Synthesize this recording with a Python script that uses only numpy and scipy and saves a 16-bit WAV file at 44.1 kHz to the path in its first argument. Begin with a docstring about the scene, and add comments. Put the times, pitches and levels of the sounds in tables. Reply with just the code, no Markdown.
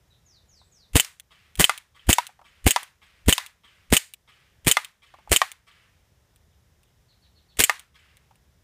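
"""Small birds call under pine trees over a faint rumble, and something knocks softly. Then a gas blowback
airsoft pistol fires nine times: each shot is a puff of gas that drives the slide back, and a spring slams
it shut. Trunks scatter the crack, and a tenth of a second after most shots the pellet smacks a cardboard
target on a trunk. The trigger clicks as it resets, then far buildings and woods return a dull echo.
The birds are heard again in the pause before the last shot."""
import sys
import numpy as np
from scipy import signal
from scipy.fft import rfft, irfft
from scipy.io import wavfile
from scipy.ndimage import uniform_filter1d

SR = 44100
rng = np.random.default_rng(int(sys.argv[2]) if len(sys.argv) > 2 else 0)


def put_to_file(sound):
    """Save the sound as 16-bit audio at rate SR, in the file named by the first command-line argument."""
    columns = np.atleast_2d(sound).T  # one column per channel
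    safe = np.clip(columns, -1, 1)
    whole_steps = np.round(safe * 32767)
    wavfile.write(sys.argv[1], SR, whole_steps.astype(np.int16))


N = 380583
TIME = np.arange(N) / SR
AGE = TIME[:SR // 5]  # time within a puff or a bird note
BLOW = TIME[:SR // 16]  # time since a contact
CENTRE_S = AGE.mean()  # pre-roll of a puff or a recoil stroke


def from_db(db):
    """Decibels to gain."""
    return 10 ** (np.asarray(db) / 20)


def rms_one(x):
    """Scale to unit power."""
    return x / np.sqrt(np.mean(x ** 2) + 1e-20)


def fade(t60, age=AGE):
    """Exponential decay, 60 dB down after t60 seconds."""
    return np.exp(-np.log(1000) * age / t60)


def add(track, s, sound):
    """Mix a sound in at time s."""
    start = max(round(s * SR), 0)
    track[start:start + len(sound)] += sound[:N - start]


def through(x, response):
    """Pass a sound through an impulse response."""
    return signal.oaconvolve(x, response)[:len(x)]


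def butter(order, hz, kind):
    """Butterworth filter sections."""
    return signal.butter(order, hz, kind, fs=SR, output="sos")


def colour(x, eq):
    """Minimum-phase EQ of unit power: the curve sets the tone, not the level."""
    size = 2048
    hz, db = np.transpose(eq)
    bin_hz = np.arange(size // 2 + 1) * SR / size
    gain = from_db(np.interp(np.log(bin_hz + 1), np.log(hz), db))
    cepstrum = irfft(np.log(rms_one(gain)))
    cepstrum[1:size // 2] *= 2
    cepstrum[size // 2 + 1:] = 0
    return through(x, irfft(np.exp(rfft(cepstrum))))


def burst(t60):
    """The dense, quickly dying vibration of one contact."""
    return rng.standard_normal(len(BLOW)) * fade(t60, BLOW)


def tone(hz, t60):
    """One struck mode."""
    return fade(t60, BLOW) * np.sin(2 * np.pi * hz * BLOW)


def ring(modes, hz_scale):
    """Struck modes, each a little different in strength from blow to blow."""
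    return sum(from_db(db + rng.standard_normal()) * tone(hz * hz_scale, t60) for hz, db, t60 in modes)


# Bass-heavy outdoor bed: (frequency [Hz], level [dB])
AIR_EQ = [(15, -39.5), (25, -10.5), (70, 2.5), (206, -10), (270, -19.5), (394, -19.5), (1260, -28),
          (1890, -27.5), (2550, -31.5), (3720, -30.5), (4370, -35.5), (5280, -30.5), (8590, -36.5),
          (14800, -38.5), (16000, -48)]


def open_air():
    """A faint hiss over a steady rumble."""
    air = colour(rng.standard_normal(N), AIR_EQ)
    rumble = signal.sosfilt(butter(2, [35, 200], "band"), air)
    hiss = signal.sosfilt(butter(3, 280, "high"), air)
    return from_db(-66) * rms_one(rumble) + from_db(-71.5) * rms_one(hiss)


def phrase(start_s, count, period_s, length_s, from_hz, to_hz, db, bend=1, rasp=0):
    """A bird repeats one gliding note; bend over 1 holds its first pitch, rasp tears it downwards."""
    out, along = np.zeros(N), np.linspace(0, 1, round(length_s * SR))
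    envelope = from_db(db) * signal.windows.tukey(len(along), .3)
    for k in range(count):
        wobble = rms_one(uniform_filter1d(rng.standard_normal(len(AGE)), size=50))
        flutter = np.abs(wobble[:len(along)])
        hz = from_hz * (to_hz / from_hz) ** (along ** bend) * (1 - rasp * along * flutter)
        add(out, start_s + k * period_s, envelope * np.sin(2 * np.pi * np.cumsum(hz) / SR))
    return out


def birds():
    """A peep, falling whistles, thin twitters, faint chirps and raspy chips, smeared by the foliage."""
    peep = phrase(.1, 1, period_s=0, length_s=.055, from_hz=4000, to_hz=4200, db=-60.5, rasp=.2)
    whistles = phrase(.246, 3, period_s=.2305, length_s=.157, from_hz=7450, to_hz=3400, db=-57, rasp=.012)
    twitters = phrase(.56, 3, period_s=.075, length_s=.06, from_hz=7600, to_hz=8600, db=-70, bend=2)
    chirps = phrase(6.505, 2, period_s=.338, length_s=.045, from_hz=4000, to_hz=2700, db=-72)
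    chips = phrase(7.082, 4, period_s=.133, length_s=.06, from_hz=4520, to_hz=4200, db=-61,
                   bend=3, rasp=.26)
    song = peep + whistles + twitters + chirps + chips
    foliage = rms_one(rng.standard_normal(len(AGE)) * fade(t60=.33)) / np.sqrt(len(AGE))
    return .49 * (song + through(song, foliage))


# Knock cues: (time [s], relative level [dB])
KNOCK_CUES = [(0.61, -48.5), (2.286, -37.5), (2.386, -40), (2.409, -37), (2.819, -33.5), (5.134, -34),
              (5.181, -40), (5.269, -39.5), (8.304, -44.5)]
# Boxy midrange of a knock: (frequency [Hz], level [dB])
KNOCK_EQ = [(150, -20), (500, -12), (850, 2.5), (1150, -3), (1600, -14.5), (3500, -26.5), (12000, -39.5)]


def knocks():
    """Soft hollow knocks, each one damped contact."""
    out = np.zeros(N)
    for s, db in KNOCK_CUES:
        add(out, s + .0053, from_db(db - 7) * colour(burst(t60=.049), KNOCK_EQ))
    return out


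VENT_S = .0056  # from the valve opening to the gas venting


def gas_puff():
    """A slow dip of pressure, the spike from the muzzle, and a suction when the valve shuts."""
    t = AGE - CENTRE_S
    spike_s, spread_s, dip_lead_s, dip_s = .0004, .0041, .0075, .0076
    spike = lambda u: (np.exp(-np.abs(u) / spike_s) + np.exp(-np.abs(u) / spread_s)) / 2
    dip = from_db(-6.5) * np.exp(-np.abs(t + dip_lead_s) / dip_s)
    suction = from_db(3) * spike(t - VENT_S)
    # the air moves out and back: no net push
    return signal.sosfiltfilt(butter(2, 39, "high"), spike(t) - suction - dip)


def recoil_stroke():
    """The hammer falls, gas escapes, and the slide hits its stop and rattles forward, ever softer."""
    out = np.zeros(len(AGE))
    back_stop_s, rattle_gap_s, rattle_loss_db = .0101, .008, 5
    contact = lambda after_s, db, t60: add(out, CENTRE_S + after_s, from_db(db) * burst(t60))
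    contact(-.023, db=-35, t60=.098)  # hammer
    contact(-.005, db=-19.5, t60=.023)  # first seep of gas
    contact(-.0018, db=-12, t60=.023)  # leak
    contact(0, db=-.5, t60=.012)  # muzzle
    contact(VENT_S, db=-1.5, t60=.02)
    for k in range(4):
        contact(back_stop_s + k * rattle_gap_s, db=1.5 - k * rattle_loss_db, t60=.035)
    return out


# Shot cues: (valve opens [s], slide shuts [s], relative puff level [dB], relative ring level [dB])
SHOT_CUES = [(0.956, .998, -3, -0.5), (1.597, 1.6422, -5, 3.5), (2.0916, 2.129, 1.5, -2.5),
             (2.6657, 2.7075, 1, -3), (3.284, 3.326, 3, 1.5), (3.9256, 3.967, -3, -4),
             (4.67, 4.7135, -11, -2.5), (5.3174, 5.362, -6.5, 0), (7.593, 7.638, -25, -11)]
# Low body of the gas thump: (frequency [Hz], level [dB])
THUMP_EQ = [(40, -12), (110, -3), (170, 0), (270, -4), (450, -4.5), (700, -11.5), (2000, -28.5),
            (15000, -48.5)]
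# Bite of the report: (frequency [Hz], level [dB])
REPORT_EQ = [(100, -7), (450, -2), (900, -8), (1400, -5.5), (2050, 2), (2500, 1), (3000, 2), (4000, -6),
             (6000, -9), (6700, -2.5), (9000, 0), (10500, -5.5), (15500, -8.5)]
# Bright clack of the closing slide: (frequency [Hz], level [dB])
SLAM_EQ = [(100, -18.5), (700, -24.5), (1200, -18.5), (2000, -7.5), (3000, 0.5), (4200, -14), (6100, -11.5),
           (6700, 1.5), (8700, 0.5), (10000, -8.5), (15500, -8.5)]
# Metallic ring of the slide: (frequency [Hz], level [dB], t60 [s])
SLIDE_MODES = [(1990, -16, 0.047), (2880, -10, .022), (3033, -1, 0.035), (3090, 0.5, 0.017),
               (3460, -8.5, 0.025), (6430, -18, 0.026), (6700, -11, 0.02), (8800, -12, .025),
               (9300, -12, 0.034)]


def pistol():
    """Gas drives the slide back (the report); the spring slams it shut and it bounces (the clack)."""
    report, clack = np.zeros((2, N))
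    puff = gas_puff()
    barrel_s, bounce_s = .001, .0066  # gas reaches the muzzle; slide lands again
    for fire_s, shut_s, puff_db, ring_db in SHOT_CUES:
        add(report, fire_s + barrel_s - CENTRE_S, from_db(puff_db - 1.5) * puff)
        add(report, fire_s, from_db(puff_db / 3 - 11.5) * colour(burst(t60=.053), THUMP_EQ))
        add(report, fire_s - CENTRE_S, from_db(-10) * colour(recoil_stroke(), REPORT_EQ))
        # chambering the next pellet knocks the hollow grip just before the slide shuts
        add(clack, shut_s - bounce_s, from_db(-29) * tone(hz=470, t60=.011))
        slam_db = -6 - .3 * ring_db  # the more the slide rings, the softer its slam
        for lag_s, slam_trim_db, ring_trim_db in ((0, 0, 0), (bounce_s, -5, -8)):
            slam = from_db(slam_db + slam_trim_db) * colour(burst(t60=.026), SLAM_EQ)
            metal = from_db(ring_db + ring_trim_db - 10.5) * ring(SLIDE_MODES, rng.normal(1, .0073))
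            add(clack, shut_s + lag_s, slam + metal)
    return report, clack


def scatter(delay_s, rise_s, hold_s, t60, grain_db):
    """Response of many small reflections of uneven size that build up, last a while and die away."""
    age = np.maximum(TIME[:SR] - delay_s, 0)
    shape = (1 - np.exp(-age / rise_s)) * fade(t60, np.maximum(age - hold_s, 0))
    sizes = from_db(grain_db * np.clip(rng.standard_normal(SR), -2, 2))
    return rms_one(shape * sizes * rng.standard_normal(SR)) / np.sqrt(SR)


def diffuse(x, response, eq):
    """Countless reflections of a source's mids and highs merge into a wash of noise in its colour."""
    treble = signal.sosfilt(butter(2, 600, "high"), x)
    power = np.maximum(through(treble ** 2, response ** 2), 0)
    return colour(np.sqrt(power) * rng.standard_normal(len(x)), eq)


# Bright splash off the near trunks: (frequency [Hz], level [dB])
TRUNKS_EQ = [(60, -22), (300, -16), (800, -3), (1800, 2), (3000, -1), (4500, 6.5), (8000, 0.5),
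             (15500, -4.5)]
# Dull slapback from far away: (frequency [Hz], level [dB])
FAR_EQ = [(100, -20), (600, -15.5), (1200, 3.5), (2200, -1.5), (3200, -3.5), (5000, -3.5), (7000, -17),
          (14000, -20.5)]


def shot_echoes(report, clack):
    """Near trunks scatter the shot at once; far buildings and woods send it back later."""
    round_trip_s = .35
    trunks = from_db(-15.5) * scatter(delay_s=.0059, rise_s=.0076, hold_s=.01, t60=.26, grain_db=.5)
    walls = from_db(-41.5) * scatter(round_trip_s, rise_s=.0005, hold_s=.00091, t60=.11, grain_db=5.5)
    woods = from_db(-43.5) * scatter(round_trip_s, rise_s=.047, hold_s=.05, t60=.85, grain_db=11)
    # the muzzle throws its report down range, so it echoes more than the clack
    shot = report + from_db(-8) * clack
    near = colour(diffuse(shot, trunks, REPORT_EQ), TRUNKS_EQ)
    far = colour(through(shot, walls) + diffuse(shot, woods, REPORT_EQ), FAR_EQ)
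    return near + far


# Pellet impacts, levels relative: (time [s], smack [dB], crack [dB], sheet resonance [Hz], boom [dB])
HIT_CUES = [(1.0475, -66, -20, 2350, -34), (1.695, -9.5, -8.5, 1390, -11), (2.184, -13, -10, 960, -3.5),
            (2.7617, -9.5, -9.5, 974, -8), (3.3806, -29, -9.5, 1027, -17.5), (4.7698, -7, -9, 1440, -21),
            (5.4169, -6.5, -9, 1177, -9), (7.6959, -6.5, -8.5, 1850, -4.5)]
# Papery smack of the cardboard: (frequency [Hz], level [dB], t60 [s])
CARDBOARD_MODES = [(520, -19.5, 0.012), (864.4, -16, 0.062), (995.6, -13.5, 0.053), (1237, -8, 0.053),
                   (1420, -4, 0.025), (1850, -5, 0.018), (2094, -0.5, 0.024), (2600, -4, 0.016),
                   (3470, -6, 0.013)]
# Sharp edge of the tear: (frequency [Hz], level [dB])
CRACK_EQ = [(200, -19.5), (600, -8.5), (1500, -3.5), (3500, 3), (6000, -2.5), (10000, -7.5), (15500, -18)]


def target():
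    """A pellet snaps into the cardboard and tears it; the spot it hits sets which resonance booms."""
    crack, sheet = np.zeros((2, N))
    low_cut = butter(5, 540, "high")  # the sheet is too small to radiate bass
    boom_cycles = 24
    for s, smack_db, crack_db, hz, boom_db in HIT_CUES:
        snap = from_db(11) * (BLOW == 0) + from_db(-2) * burst(t60=.0034)
        tear = from_db(-8.5) * burst(t60=.032)
        smack = from_db(smack_db) * ring(CARDBOARD_MODES, rng.normal(1, .05))
        boom = tone(hz, t60=boom_cycles / hz) - tone(hz, t60=.0057)  # subtracting softens the attack
        add(crack, s, from_db(crack_db) * signal.sosfilt(low_cut, colour(snap + tear, CRACK_EQ)))
        add(sheet, s, signal.sosfilt(low_cut, smack + from_db(boom_db + 5) * boom))
    return crack, sheet


# Woody tail of the grove: (frequency [Hz], level [dB])
GROVE_EQ = [(200, -19), (600, -9.5), (1000, 2), (1900, 1), (3000, -8.5), (5000, -12.5), (15000, -8)]


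def hit_echoes(crack, sheet):
    """The ground scatters the sheet's ring, and the grove scatters the crack."""
    ground = from_db(-12.5) * scatter(delay_s=.00076, rise_s=.001, hold_s=.001, t60=.056, grain_db=4)
    grove = from_db(-11) * scatter(delay_s=.0064, rise_s=.003, hold_s=.0022, t60=.28, grain_db=5.5)
    return through(sheet, ground) + colour(diffuse(crack, grove, CRACK_EQ), GROVE_EQ)


# Click cues, mostly the trigger's reset 0.2 s after a shot: (time [s], relative level [dB])
CLICK_CUES = [(1.1981, -29.5), (1.5546, -33.5), (1.777, -22.5), (2.268, -25), (2.831, -27), (3.463, -27),
              (4.137, -26.5), (4.8467, -22.5), (5.5169, -25.5), (6.3603, -51.5), (6.8324, -52.5),
              (7.7951, -30.5), (8.17, -46.5), (8.3562, -53)]
# Thin, crisp top of a click: (frequency [Hz], level [dB])
CLICK_EQ = [(200, -18.5), (1000, -21), (2200, -2), (3400, 3), (4800, -12.5), (7000, -7), (9300, -1),
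            (12000, -12), (15500, -5)]


def trigger_clicks():
    """The trigger and faint handling click in two stages, the second softer."""
    out = np.zeros(N)
    for s, db in CLICK_CUES:
        add(out, s, from_db(db - .5) * colour(burst(t60=.012), CLICK_EQ))
        add(out, s + .005, from_db(db - 9) * colour(burst(t60=.015), CLICK_EQ))
    return out


def scene():
    """Mono mix of pistol and target with their echoes, over clicks, knocks, birds and air."""
    report, clack = pistol()
    crack, sheet = target()
    shots = report + clack + shot_echoes(report, clack)
    hits = crack + sheet + hit_echoes(crack, sheet)
    return (shots + hits + trigger_clicks() + knocks() + birds() + open_air())[None]


def duck(x, threshold_db, most_db, release_db_per_s, attack_s):
    """Loud peaks pull the gain down, by most_db at most; it then creeps back."""
    over_db = np.clip(20 * np.log10(np.abs(x) + 1e-9) - threshold_db, 0, most_db)
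    release_db = release_db_per_s * TIME
    held_db = np.maximum.accumulate(over_db + release_db, axis=-1) - release_db
    pole = np.exp(-1 / (attack_s * SR))
    return x * from_db(-signal.lfilter([1 - pole], [1, -pole], held_db))


def record(dry):
    """Duck the bass after loud puffs, then the whole mix; round the peaks and cut the top steeply."""
    bass = signal.sosfiltfilt(butter(2, 420, "low"), dry)
    mix = dry - bass + duck(bass, threshold_db=-17.5, most_db=5, release_db_per_s=6, attack_s=.051)
    mix = duck(mix * from_db(2.5), threshold_db=-2, most_db=5.5, release_db_per_s=11.5, attack_s=.011)
    ceiling, top_hz = 1.2, 15350
    rounded = ceiling * np.tanh(mix / ceiling)
    return signal.sosfilt(signal.ellip(10, .2, 90, top_hz, fs=SR, output="sos"), rounded)


dry = scene()
out = record(dry)
put_to_file(out)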